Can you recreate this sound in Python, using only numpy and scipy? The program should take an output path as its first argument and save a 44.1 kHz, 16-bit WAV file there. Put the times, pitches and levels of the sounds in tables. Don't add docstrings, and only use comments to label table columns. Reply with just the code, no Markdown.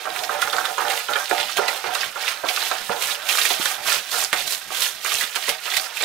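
import sys
import numpy as np
from scipy import signal
from scipy.fft import rfft, irfft, next_fast_len
from scipy.io import wavfile

SR = 44100
rng = np.random.default_rng(int(sys.argv[2]) if len(sys.argv) > 2 else 0)


def how_loud(loudness_db):
    steps = np.asarray(loudness_db, float) / 20
    return 10 ** steps


def wav_record(signal):
    frames = np.transpose(np.atleast_2d(signal))
    bounded = np.clip(frames, -1, 1)
    quanta = np.round(bounded * 32767).astype(np.int16)
    wavfile.write(sys.argv[1], SR, quanta)


N = 266364

# start_s, hold_s, wall_flex_db, bowl_hum_re_flex_db
DRAGS = [(0.0, 0.033, -37.5, -3), (0.053, 0.035, -31.5, -4.5), (0.147, 0.081, -36.5, 4),
         (0.324, 0.051, -28, -3.5), (0.433, 0.067, -32.5, -3.5), (0.531, 0.15, -27.5, -4),
         (0.808, 0.1, -25, -4.5), (1.09, 0.094, -27, -7.5), (1.295, 0.098, -32.5, 2),
         (1.566, 0.084, -33.5, 5.5), (1.68, 0.068, -32, -3), (1.84, 0.056, -31, 2),
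         (1.95, 0.083, -32.5, -8), (2.153, 0.087, -34, -7), (2.246, 0.11, -33.5, -8),
         (2.435, 0.03, -32, 1.5), (2.56, 0.095, -38.5, -1), (2.707, 0.0054, -26, -3.5),
         (2.892, 0.035, -29, 2), (3.004, 0.33, -35, -6), (3.275, 0.15, -32.5, -8), (3.504, 0.39, -36, -5),
         (3.857, 0.061, -26.5, -10), (4.125, 0.024, -27, -3), (4.33, 0.03, -37.5, 3),
         (4.704, 0.12, -36, -10), (5.046, 0.096, -40, -1.5), (5.36, 0.01, -40, -5),
         (5.476, 0.012, -40.5, 7), (5.665, 0.25, -38, -5), (6.021, 0.068, -41.5, 14.5)]
FLEX_RISE_DB_PER_S, FLEX_FALL_DB_PER_S, FLEX_REST_DB = 3000, 117, -43.5
HUM_RISE_DB_PER_S, HUM_FALL_DB_PER_S, HUM_REST_DB = 4000, 135, -55
# mode_hz, level_db, t60_s
BOWL_MODES = [(309, -3, 0.061), (359, 0, 0.062), (408, -8.5, 0.044), (472.5, 0, 0.12), (519, -4, 0.065),
              (589.7, -2, 0.2), (656.4, 5, 0.056), (719.4, 4.5, 0.18), (773, 2.5, 0.2), (829.6, 2.5, 0.15),
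              (901, 1, 0.17), (986, -3, 0.082)]
# mode_hz, level_db, t60_s
WALL_MODES = [(1128, -3.5, 0.059), (1198, -2.5, 0.024), (1258.4, 8.5, 0.11), (1365, 12, 0.038),
              (1430, 11.5, 0.028), (1489, 11, 0.023), (1570, 13.5, 0.027), (1680, 2, 0.024),
              (1830, 9, 0.023), (2015, 5.5, 0.028), (2322, 5, 0.041)]
THICKEN_DB_PER_S, THICKEN_BELOW_HZ = 0.5, 620
RADIATES_ABOVE_HZ = 404

# start_s, hold_s, wall_grit_db, crystal_hiss_re_grit_db
PASSES = [(0, 0.1, -35, -11), (0.16, 0.093, -35, 0.5), (0.32, 0.024, -31.5, -4.5),
          (0.412, 0.085, -30.5, -2.5), (0.572, 0.035, -31.5, -1), (0.65, 0.094, -36, 0.5),
          (0.804, 0.041, -29.5, -4.5), (0.899, 0.1, -29, -1), (1.1, 0.15, -31.5, -3),
          (1.317, 0.2, -29, -5.5), (1.595, 0.028, -25, -13), (1.689, 0.083, -30, -3),
          (1.846, 0.032, -34, -8), (1.944, 0.11, -29, -5), (2.216, 0.1, -27, -6), (2.491, 0.2, -26.5, -3),
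          (2.723, 0.21, -32, -5), (3.01, 0.11, -27.5, 0), (3.295, 0.23, -23.5, -0.5),
          (3.616, 0.094, -25.5, 0), (3.879, 0.079, -21.5, -1.5), (4.126, 0.034, -25.5, 0.5),
          (4.192, 0.033, -26.5, 3), (4.374, 0.044, -26.5, -1.5), (4.503, 0.033, -29.5, 5.5),
          (4.741, 0.03, -27.5, -1.5), (4.81, 0.06, -26.5, 2.5), (5.062, 0.17, -25.5, -1),
          (5.358, 0.092, -30, -3), (5.485, 0.025, -25.5, -6), (5.65, 0.03, -30.5, -3),
          (5.715, 0.13, -29, -2), (5.973, 0.14, -26.5, -5.5)]
GRIT_RISE_DB_PER_S, GRIT_FALL_DB_PER_S, GRIT_REST_DB = 235, 188, -39
HISS_RISE_DB_PER_S, HISS_FALL_DB_PER_S, HISS_REST_DB = 291, 217, -41.5
# frequency_hz, density_db_per_hz
GRIT_COLOUR = [(1060, -1), (1800, -6), (3500, -2.5), (5500, -7), (6500, -14.5), (8450, -37), (14300, -120)]
# frequency_hz, density_db_per_hz
HISS_COLOUR = [(3600, -7), (5000, -3), (6000, 2.5), (8000, 0.5), (10000, -2.5), (11300, -3.5),
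               (12600, -1.5), (15700, -5.5), (16400, 0.5)]
# time_s, pitch_hz
PATCH = [(0.0, 2650), (0.07, 1990), (0.12, 2670), (0.39, 2260), (0.72, 3080), (0.81, 2040), (1.01, 3300),
         (1.66, 2700), (4.24, 3400), (4.34, 2280), (4.41, 3160), (4.66, 3260), (4.69, 2530), (4.81, 3820),
         (5.05, 2470), (5.1, 2770), (5.99, 2460), (6.04, 3480)]
PATCH_DB, PATCH_OCTAVES = 5, 1

# start_s, peak_db, pitch_hz
SPARKS = [(0.0543, -27, 7100), (0.1625, -24, 10500), (0.2316, -24, 7000), (0.4155, -23, 9090),
          (0.5287, -24, 7780), (0.5666, -19, 7340), (0.6514, -24, 7830), (0.7827, -18, 6580),
          (0.9018, -19, 6670), (1.2935, -27, 8230), (1.4117, -19, 8620), (1.5663, -18, 6560),
          (1.6826, -21, 7500), (1.9515, -22, 6680), (2.4872, -24, 7180), (2.7137, -20, 6740),
          (3.2864, -20, 6700), (3.3263, -19, 7400), (3.39, -13, 6900), (3.6561, -13, 8240),
          (3.8686, -29, 6540), (3.9265, -8, 8200), (4.1275, -22, 7000), (4.2385, -13, 7500),
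          (4.3292, -13.5, 8160), (4.3819, -21, 13000), (4.4787, -18, 7100), (4.509, -14, 9500),
          (4.7706, -24, 10200), (4.806, -19, 13500), (4.806, -11, 10600), (5.036, -30, 7090),
          (5.0474, -19, 12900), (5.047, -14, 6670), (5.118, -21, 7050), (5.1404, -11, 8600),
          (5.2096, -17, 12200), (5.3537, -21, 10700), (5.3547, -26, 9040), (5.3607, -21, 9590),
          (5.47, -23, 7760), (5.4914, -22, 9040), (5.4925, -11, 10050), (5.4985, -18, 9800),
          (5.485, -14, 8340), (5.7745, -21, 9000), (5.815, -16, 9000), (5.7019, -21, 6650),
          (5.7683, -21, 9900), (5.9539, -30, 7200), (6.0018, -27, 6680), (6.024, -9, 7320)]
# start_s, peak_db, pitch_hz
TAPS = [(0.055, -19, 1400), (0.0728, -18, 1280), (0.163, -14, 2290), (0.2926, -16, 1270),
        (0.321, -19, 1260), (0.4252, -10.5, 1430), (0.5303, -12, 1240), (0.566, -19, 1400),
        (0.5835, -6.5, 1407), (0.611, -13, 1316), (0.653, -13.5, 1220), (0.779, -28, 1293),
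        (0.805, -10, 1250), (0.821, -15, 980), (0.85, -14, 1460), (0.8774, -18, 1760), (1.131, -19, 1430),
        (1.31, -10, 1278), (1.3797, -17, 1970), (1.4948, -18, 1276), (1.578, -13, 1510), (1.586, -14, 987),
        (1.595, -11.5, 1394), (1.634, -14, 1950), (1.7454, -18, 900), (2.032, -11, 1820),
        (2.2364, -15.5, 2330), (2.3148, -18, 2300), (2.456, -17, 1130), (2.5744, -13, 1405),
        (2.626, -19, 1570), (2.7166, -36, 1400), (2.8952, -18, 1200), (2.9237, -18, 993),
        (3.0855, -17, 2300), (3.353, -16, 1270), (3.385, -10, 1550), (3.6124, -17.5, 1420),
        (3.657, -7.5, 1484), (3.872, -26, 1260), (3.9007, -10, 2440), (3.92, -15, 1360),
        (4.2238, -21, 1130), (4.3291, -14, 1830), (4.7714, -22, 1600), (5.0607, -13, 1680),
        (5.08, -17, 1270), (5.1187, -19, 1290), (5.2198, -13.5, 1590), (5.2346, -20, 1960),
        (5.3457, -22, 1530), (5.6786, -18, 1270), (5.721, -16, 1920), (5.7981, -17.5, 2110),
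        (6.0294, -15, 1940)]
TAP_SHAKE_DB, TAP_SHAKE_FALL_DB_PER_S = -12.5, 700
# start_s, peak_db, pitch_hz
SKIPS = [(0.103, -15.5, 3800), (0.396, -20, 3320), (0.4992, -10, 3580), (0.5999, -19, 3390),
         (0.882, -9, 3300), (1.084, -15, 3080), (1.1341, -7.5, 3660), (1.1577, -7.5, 3180),
         (1.4144, -10, 3370), (1.4294, -10, 3420), (1.681, -23, 2600), (1.7753, -19, 3300),
         (1.9509, -9, 2720), (2.2816, -11, 3570), (2.5615, -10.5, 3000), (2.5774, -13, 2680),
         (2.6494, -10, 3350), (2.7135, -10, 3960), (2.9172, -14, 2610), (2.963, -15, 3810),
         (3.3035, -12, 2750), (3.3114, -9, 2450), (3.3944, -10, 3220), (3.415, -2, 3760),
         (3.4614, -11, 3350), (3.6131, -9, 3390), (3.9014, -2, 4380), (3.9644, -16, 4620),
         (4.2047, -4, 5960), (4.3825, -11, 3740), (4.7505, -12, 3380), (4.7706, -12.5, 3440),
         (4.8448, -8, 2920), (4.8678, -18, 2730), (5.061, -9.5, 2870), (5.1182, -14, 2740),
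         (5.133, -8, 5840), (5.1475, -9, 2700), (5.17, -11, 3240), (5.186, -9, 3960), (5.2214, -24, 3630),
         (5.2374, -8, 3520), (5.4984, -16, 3350), (5.499, -10, 2160), (5.478, -12, 2030),
         (5.678, -17, 2730), (5.702, -11, 4460), (5.716, -9, 3420), (5.7614, -16, 3020), (5.776, -15, 3200),
         (5.7425, -27, 3300), (5.664, -17, 3220), (5.7976, -6.5, 4700), (5.9714, -15.5, 2580),
         (6.0012, -28, 2770), (6.026, -9, 3530), (6.0354, -4, 3800)]
# start_s, peak_db, tilt_db_per_octave, following_wires_rattle_db
KNOCKS = [(0.057, -19, -7.5, -10), (0.293, -13, -5.5, -2), (0.421, -31, 11, 2), (0.474, -15.5, -3.5, -1),
          (0.531, -20, -8, 4), (0.581, -30, -1, 6), (0.779, -13.5, 0, 3), (1.086, -15.5, -7, -2),
          (1.155, -12.5, 4, 2), (1.31, -7, -12.5, -9), (1.583, -10, -11.5, -1), (1.683, -12, 24, -5),
          (1.841, -16, 12, -2.5), (1.954, -15, 9, -8), (2.158, -17.5, -3.5, -8), (2.437, -18, -11, 1),
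          (2.713, -10.5, 3, -23), (2.895, -15, -12, -3), (3.292, -37, 4, -3), (3.382, -15.5, 6, -18),
          (3.504, -17, -10, -1), (3.656, -25, 17, 0), (3.874, -22, -5, 3), (4.329, -8.5, 22, -3),
          (4.704, -21.5, -3.5, -8), (5.048, -15, 19, -5), (5.359, -21.5, -6.5, 3), (5.477, -23.5, -10.5, 8),
          (5.662, -28, 6, -2), (6.008, -17.5, 28, -7)]
RATTLE_S = 0.058
# start_s, peak_db, pitch_hz, top_re_peak_db
TICKS = [(0.419, -15.5, 1970, -17.5), (0.585, -25, 1430, -18), (0.6533, -19.5, 3560, -21),
         (0.905, -18, 1930, -26), (0.236, -21.5, 2500, -19), (1.295, -22.5, 3780, -14),
         (2.009, -18, 3000, -36), (1.4, -15.5, 3680, -26), (1.571, -20, 3600, -10),
         (1.6808, -15, 2650, -22), (1.9486, -20.5, 2720, -17), (0.5293, -22, 3470, -17),
         (2.2791, -15.5, 2620, -23), (2.487, -15, 2440, -24), (3.2903, -14.5, 2450, -18),
         (3.386, -15.5, 2820, -11), (3.415, -17, 3770, -18), (3.452, -11.5, 2270, -15),
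         (3.504, -13.5, 3080, -26), (5.184, -22, 3520, -24), (3.021, -19, 2480, -13),
         (4.331, -16.5, 1780, -16), (4.476, -23, 4140, -11), (4.8207, -14.5, 4160, -12.5),
         (5.209, -17.5, 2030, -15), (5.359, -18.5, 3060, -15), (5.493, -17, 2100, -15),
         (5.656, -26, 2640, -23), (5.7378, -19.5, 2120, -15), (5.7676, -12.5, 2260, -16)]
JOLT_RISE_DB_PER_S, JOLT_FALL_DB_PER_S = 4000, 786
JOLT_GRIT_DB, JOLT_HISS_DB = -1.5, 11
# start_s, peak_db, pitch_hz
BUMPS = [(0.449, -50, 120), (0.559, -51, 121), (1.312, -48, 208), (1.402, -49, 100), (1.587, -38, 197),
         (2.452, -57, 222), (2.492, -61, 80), (2.896, -35.5, 179), (3.29, -51, 121), (3.598, -30.5, 230),
         (4.239, -53, 70), (4.328, -40.5, 180), (5.15, -48.5, 90), (5.238, -44.5, 217), (5.489, -56, 90),
         (5.77, -50, 80)]
# start_s, peak_db, pitch_hz
SNAPS = [(0.5663, -8, 3800), (0.977, -6, 3050), (1.1361, -6, 2930), (1.2581, -8, 3600), (1.3123, -4, 1770),
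         (1.3816, -6, 2870), (1.9529, -6, 4120), (2.0421, -8, 2820), (2.4885, -2, 3680), (2.5632, -3, 4040),
         (3.2901, -3, 2780), (3.3279, -5, 3570), (3.3737, -2, 4180), (3.6574, -2, 3730), (3.8872, -4, 2860),
         (3.9281, -1, 5570), (3.9455, -2, 4790), (4.2403, -1, 6810), (4.2478, -1, 5260), (4.33, -1, 3060),
         (4.524, -6, 4960), (4.5494, -6, 3900), (4.8078, -5, 6060), (4.8574, -5, 5120), (5.1201, -7, 3130),
         (5.142, -2, 6460), (5.1548, -3, 5050), (5.4272, -7, 3360), (5.4928, -1, 5560), (6.0136, -8, 2870)]

# frequency_hz, density_db_per_hz
AIR_COLOUR = [(20, 9), (40, 6), (70, 0), (120, 6.5), (200, 9.5), (300, 6), (500, 5), (1500, 2),
              (16000, -24)]
AIR_DB = -58
KITCHEN_T60_S, KITCHEN_DB, KITCHEN_CUT_HZ = 0.074, -6.5, 18000
# frequency_hz, left_minus_right_db
SHADE = [(100, 0.5), (210, 0), (330, -12.5), (500, -16.5), (770, -11), (1170, -10), (1790, -9.5),
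         (2740, -11.5), (4190, -12), (6410, -13.5), (8000, -6.5), (9810, -2), (15000, -8)]
# frequency_hz, share_0_to_1
DIRECT_SHARE = [(200, .72), (450, .42), (740, .42), (1220, .62), (2010, .6), (3330, .52), (5500, .33),
                (9080, .68), (15000, .92)]
# frequency_hz, left_lead_rad
LEFT_LEAD = [(340, -0.94), (780, 0.99), (1380, 0.21), (3620, -0.47), (6550, 0.75), (8300, 1), (9300, 0.22)]


def rms_one(x):
    return x / np.sqrt(np.mean(x ** 2) + 1e-20)


def at_hz(points, hz):
    table = np.array(points)
    return np.interp(np.log(hz + 1), np.log(table[:, 0]), table[:, 1])


def coloured(x, gain_at):
    size = next_fast_len(N + SR)
    hz = np.arange(size // 2 + 1) * SR / size
    return irfft(rfft(x, size) * gain_at(hz), size)[..., :N]


def drift(rate_hz):
    r = np.exp(-2 * np.pi * rate_hz / SR)
    slow = signal.lfilter([1], [1, -2 * r, r * r], rng.standard_normal(N + SR))
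    return rms_one(slow[SR:])


def ring(clicks, hz, t60_s):
    r, w = how_loud(-60 / (t60_s * SR)), 2 * np.pi * hz / SR
    return signal.lfilter([0, np.sin(w)], [1, -2 * r * np.cos(w), r * r], clicks + 1e-18)


def grains(per_s, spread_db, clump_db, clump_rate):
    sizes = how_loud(spread_db * np.minimum(rng.exponential(1, N), 5)) * rng.choice([-1, 1], N)
    born = rng.random(N) < per_s / SR
    return sizes * born * how_loud(clump_db * drift(clump_rate))


def add(track, s, piece):
    i = round(s * SR)
    track[i:i + len(piece)] += piece[:N - i]


def contact(s, hold, db, rise_db_per_s, fall_db_per_s, rest_db):
    t = np.arange(0, N + 64, 64) / SR
    early = np.maximum(s[:, None] - t, 0)
    late = np.maximum(t - (s + hold)[:, None], 0)
    each_db = db[:, None] - rise_db_per_s * early - fall_db_per_s * late
    power = how_loud(rest_db) ** 2 + np.sum(how_loud(each_db) ** 2, axis=0)
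    return np.interp(np.arange(N) / SR, t, 10 * np.log10(power))


def together(a_db, b_db):
    return 10 * np.log10(how_loud(a_db) ** 2 + how_loud(b_db) ** 2)


def rumble(hum_db):
    air = coloured(rng.standard_normal((2, N)), lambda hz: how_loud(at_hz(AIR_COLOUR, hz)))
    band = signal.butter(2, [90, 220], "band", fs=SR, output="sos")
    shudder = rms_one(signal.sosfilt(band, rng.standard_normal(N)))
    shudder = how_loud(hum_db - 28.0 + 3.5 * drift(18)) * shudder
    return how_loud(AIR_DB + 6.0 * drift(9.8)) * rms_one(air) + shudder * [[.7], [1]]


def hum(modes, level_db, per_s):
    shake = how_loud(level_db) * grains(per_s, spread_db=2.0, clump_db=2.4, clump_rate=81)
    damped_db = THICKEN_DB_PER_S * (np.arange(N) / SR - 2)
    signs, place = rng.choice([-1, 1], (3, N)), drift(11.0)
    out = np.zeros(N)
    for k, (hz, db, t60_s) in enumerate(modes):
        lead_db = 0.77 * np.roll(place, k * SR // 2) - damped_db * (hz < THICKEN_BELOW_HZ)
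        out += how_loud(db) * ring(shake * signs[k // 8] * how_loud(lead_db), hz, t60_s)
    return out * np.sqrt(np.mean(how_loud(level_db) ** 2) / np.mean(out ** 2))


def wall_grit(grit_db):
    clicks = grains(6000, spread_db=2.5, clump_db=1.6, clump_rate=80)
    patch = np.log2(np.interp(np.arange(N) / SR, *np.transpose(PATCH)))
    pitches, dealt = np.geomspace(1700, 6500, 18), rng.integers(0, 18, N)
    rings = np.zeros(N)
    for k, hz in enumerate(pitches):
        near_db = PATCH_DB * np.exp(-((np.log2(hz) - patch) / PATCH_OCTAVES) ** 2)
        gain = how_loud(at_hz(GRIT_COLOUR, hz) + near_db + 2.0 * drift(8.9))
        rings += gain * np.sqrt(hz) * rms_one(ring(clicks * (dealt == k), hz, 14.1 / hz))
    return how_loud(grit_db) * rms_one(rings)


def sugar_hiss(hiss_db):
    clicks = grains(12000, spread_db=3.2, clump_db=1.5, clump_rate=80)
    return how_loud(hiss_db) * rms_one(coloured(clicks, lambda hz: how_loud(at_hz(HISS_COLOUR, hz))))


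def sugar():
    s, hold, db, above_db = np.transpose(PASSES)
    grit_db = contact(s, hold, db, GRIT_RISE_DB_PER_S, GRIT_FALL_DB_PER_S, GRIT_REST_DB)
    hiss_db = contact(s, hold, db + above_db, HISS_RISE_DB_PER_S, HISS_FALL_DB_PER_S, HISS_REST_DB)
    s, db, _, top_db = np.transpose(TICKS)
    jolt = lambda peak_db: contact(s, 0 * s, peak_db, JOLT_RISE_DB_PER_S, JOLT_FALL_DB_PER_S, -90)
    grit = wall_grit(together(grit_db + 0.06, jolt(db + JOLT_GRIT_DB)))
    hiss = sugar_hiss(together(hiss_db + 0.083, jolt(db + top_db + JOLT_HISS_DB)))
    return grit + hiss


def taps(rows, gain_db, cycles, rise_s):
    out, t = np.zeros(N), np.arange(SR // 40) / SR
    for s, db, hz in rows:
        w = 2 * np.pi * hz * t
        near = np.sin(w) + 0.39 * np.sin(1.255 * w + hz) + 0.26 * np.sin(0.806 * w - hz)
        add(out, s, how_loud(db + gain_db - 60 * t * hz / cycles) * (1 - np.exp(-t / rise_s)) * near)
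    return out


def knocks():
    out, t = np.zeros(N), np.arange(SR // 5) / SR
    hz, level_db, t60_s = np.transpose(BOWL_MODES + WALL_MODES)[:, :, None]
    luck = rng.normal(0, 1, (len(KNOCKS), 2, len(hz), 1))
    followers = rng.standard_normal((len(KNOCKS), SR // 8)) ** 3
    late = np.maximum(t - .0008 - 0.64 / hz, 0)
    for (s, db, tilt_db, rattle_db), (strength, detune), wires in zip(KNOCKS, luck, followers):
        gain = how_loud(level_db + 3.6 * strength + tilt_db * np.log2(hz / 800) - 60 * late / t60_s)
        blow = np.sum(gain * np.sin(2 * np.pi * hz * late * (1 + 0.012 * detune)), axis=0)
        hits = np.abs(wires) ** 0.5 * np.sign(wires) * how_loud(-30 * t[:len(wires)] / RATTLE_S)
        rattle = signal.fftconvolve(hits, blow * how_loud(-60 * t / 0.071))
        add(out, s, how_loud(db + 4.0) * blow / np.abs(blow).max())
        add(out, s, how_loud(db + rattle_db) * rattle / np.abs(rattle).max())
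    return out


def ticks():
    out, top, t = np.zeros(N), np.zeros(N), np.arange(SR // 40) / SR
    noise = rng.standard_normal((len(TICKS), 2, len(t)))
    rise = (1 - np.exp(-t / 0.00036)) ** 2
    for (s, db, hz, top_db), (tail, crack) in zip(TICKS, noise):
        tone = np.sin(2 * np.pi * hz * t) * how_loud(-60 * t * hz / 10.0)
        tail = rms_one(ring(tail, hz, 35.0 / hz)) * how_loud(-6 - 60 * t / 0.023)
        add(out, s, how_loud(db + 7.0) * rise * (tone + tail))
        add(top, s, how_loud(db + top_db) * rise * crack * how_loud(-60 * t / 0.083))
    return out + signal.sosfilt(signal.butter(4, 5500, "high", fs=SR, output="sos"), top)


def bumps():
    out, t = np.zeros(N), np.arange(SR // 8) / SR
    glide = t + 0.002 * (1 - np.exp(-t / 0.0025))
    envelope = how_loud(-60 * t / 0.015) * (1 - np.exp(-t / 0.0019))
    for s, db, hz in BUMPS:
        add(out, s, how_loud(db + 19.5) * np.sin(2 * np.pi * hz * glide) * envelope)
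    return out


def snaps():
    out, t = np.zeros(N), np.arange(-SR // 1000, SR // 250) / SR
    for (s, db, hz), sign in zip(SNAPS, rng.choice([-1, 1], len(SNAPS))):
        shape = np.exp(-(t * hz / 0.56) ** 2) + 0.74 * (t > 0) * np.exp(-t / 0.00024)
        add(out, s - 1 / 1000, sign * how_loud(db - 2.5) * shape * np.cos(2 * np.pi * hz * t - .4))
    return out


def kitchen(x):
    t = np.arange(SR // 2) / SR
    white = rng.standard_normal((4, len(t))) * (t > .002)
    dull = signal.sosfilt(signal.butter(1, KITCHEN_CUT_HZ, fs=SR, output="sos"), white)
    tail = dull * how_loud(-60 * t / KITCHEN_T60_S) + (white - dull) * how_loud(-60 * t / (0.74 * KITCHEN_T60_S))
    tail = tail / np.sqrt(np.sum(tail ** 2, axis=1, keepdims=True))
    return signal.fftconvolve(x[None], tail, axes=1)[:, :N]


def microphones(x):
    room = kitchen(x)
    turn = 2.5 * drift(3)
    moving, facing = np.cos(turn) * room[:2] + np.sin(turn) * room[2:]
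    shade = lambda hz: how_loud(at_hz(SHADE, hz))
    direct = lambda hz: np.clip(at_hz(DIRECT_SHARE, hz), 0, 1)
    left = coloured(x, lambda hz: shade(hz) * np.sqrt(direct(hz)) * np.exp(1j * at_hz(LEFT_LEAD, hz)))
    left += coloured(moving, lambda hz: shade(hz) * np.sqrt(1 - direct(hz)))
    right = x + how_loud(KITCHEN_DB) * facing
    return how_loud(2.0) * np.array([left, right])


def scene():
    s, hold, db, above_db = np.transpose(DRAGS)
    flex_db = contact(s, hold, db, FLEX_RISE_DB_PER_S, FLEX_FALL_DB_PER_S, FLEX_REST_DB)
    hum_db = contact(s, hold, db + above_db, HUM_RISE_DB_PER_S, HUM_FALL_DB_PER_S, HUM_REST_DB)
    s, db, _ = np.transpose(TAPS)
    shake_db = contact(s, 0 * s, db + TAP_SHAKE_DB, JOLT_RISE_DB_PER_S, TAP_SHAKE_FALL_DB_PER_S, -90)
    flex_db = together(flex_db - 1.0, shake_db)
    bowl = hum(BOWL_MODES, hum_db + 2.5, per_s=2500) + hum(WALL_MODES, flex_db - 1.0, per_s=3500)
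    bowl += sugar()
    bowl += taps(SPARKS, gain_db=4.5, cycles=27.0, rise_s=.0001)
    bowl += taps(TAPS, gain_db=0.0, cycles=28.0, rise_s=0.00029)
    bowl += taps(SKIPS, gain_db=0.5, cycles=34.0, rise_s=0.00059)
    bowl += knocks() + ticks() + snaps()
    small = signal.butter(5, RADIATES_ABOVE_HZ, "high", fs=SR, output="sos")
    return microphones(signal.sosfilt(small, bowl) + bumps()) + rumble(hum_db)


def top_cut(x):
    return signal.sosfilt(signal.butter(12, 15760, fs=SR, output="sos"), x)


def record(dry):
    rounded = 1.1 * np.tanh(dry / 1.1)
    low_pass = signal.ellip(12, .3, 60, 15760, fs=SR, output="sos")
    return top_cut(signal.sosfilt(low_pass, rounded))


dry = scene()
out = record(dry)
wav_record(out)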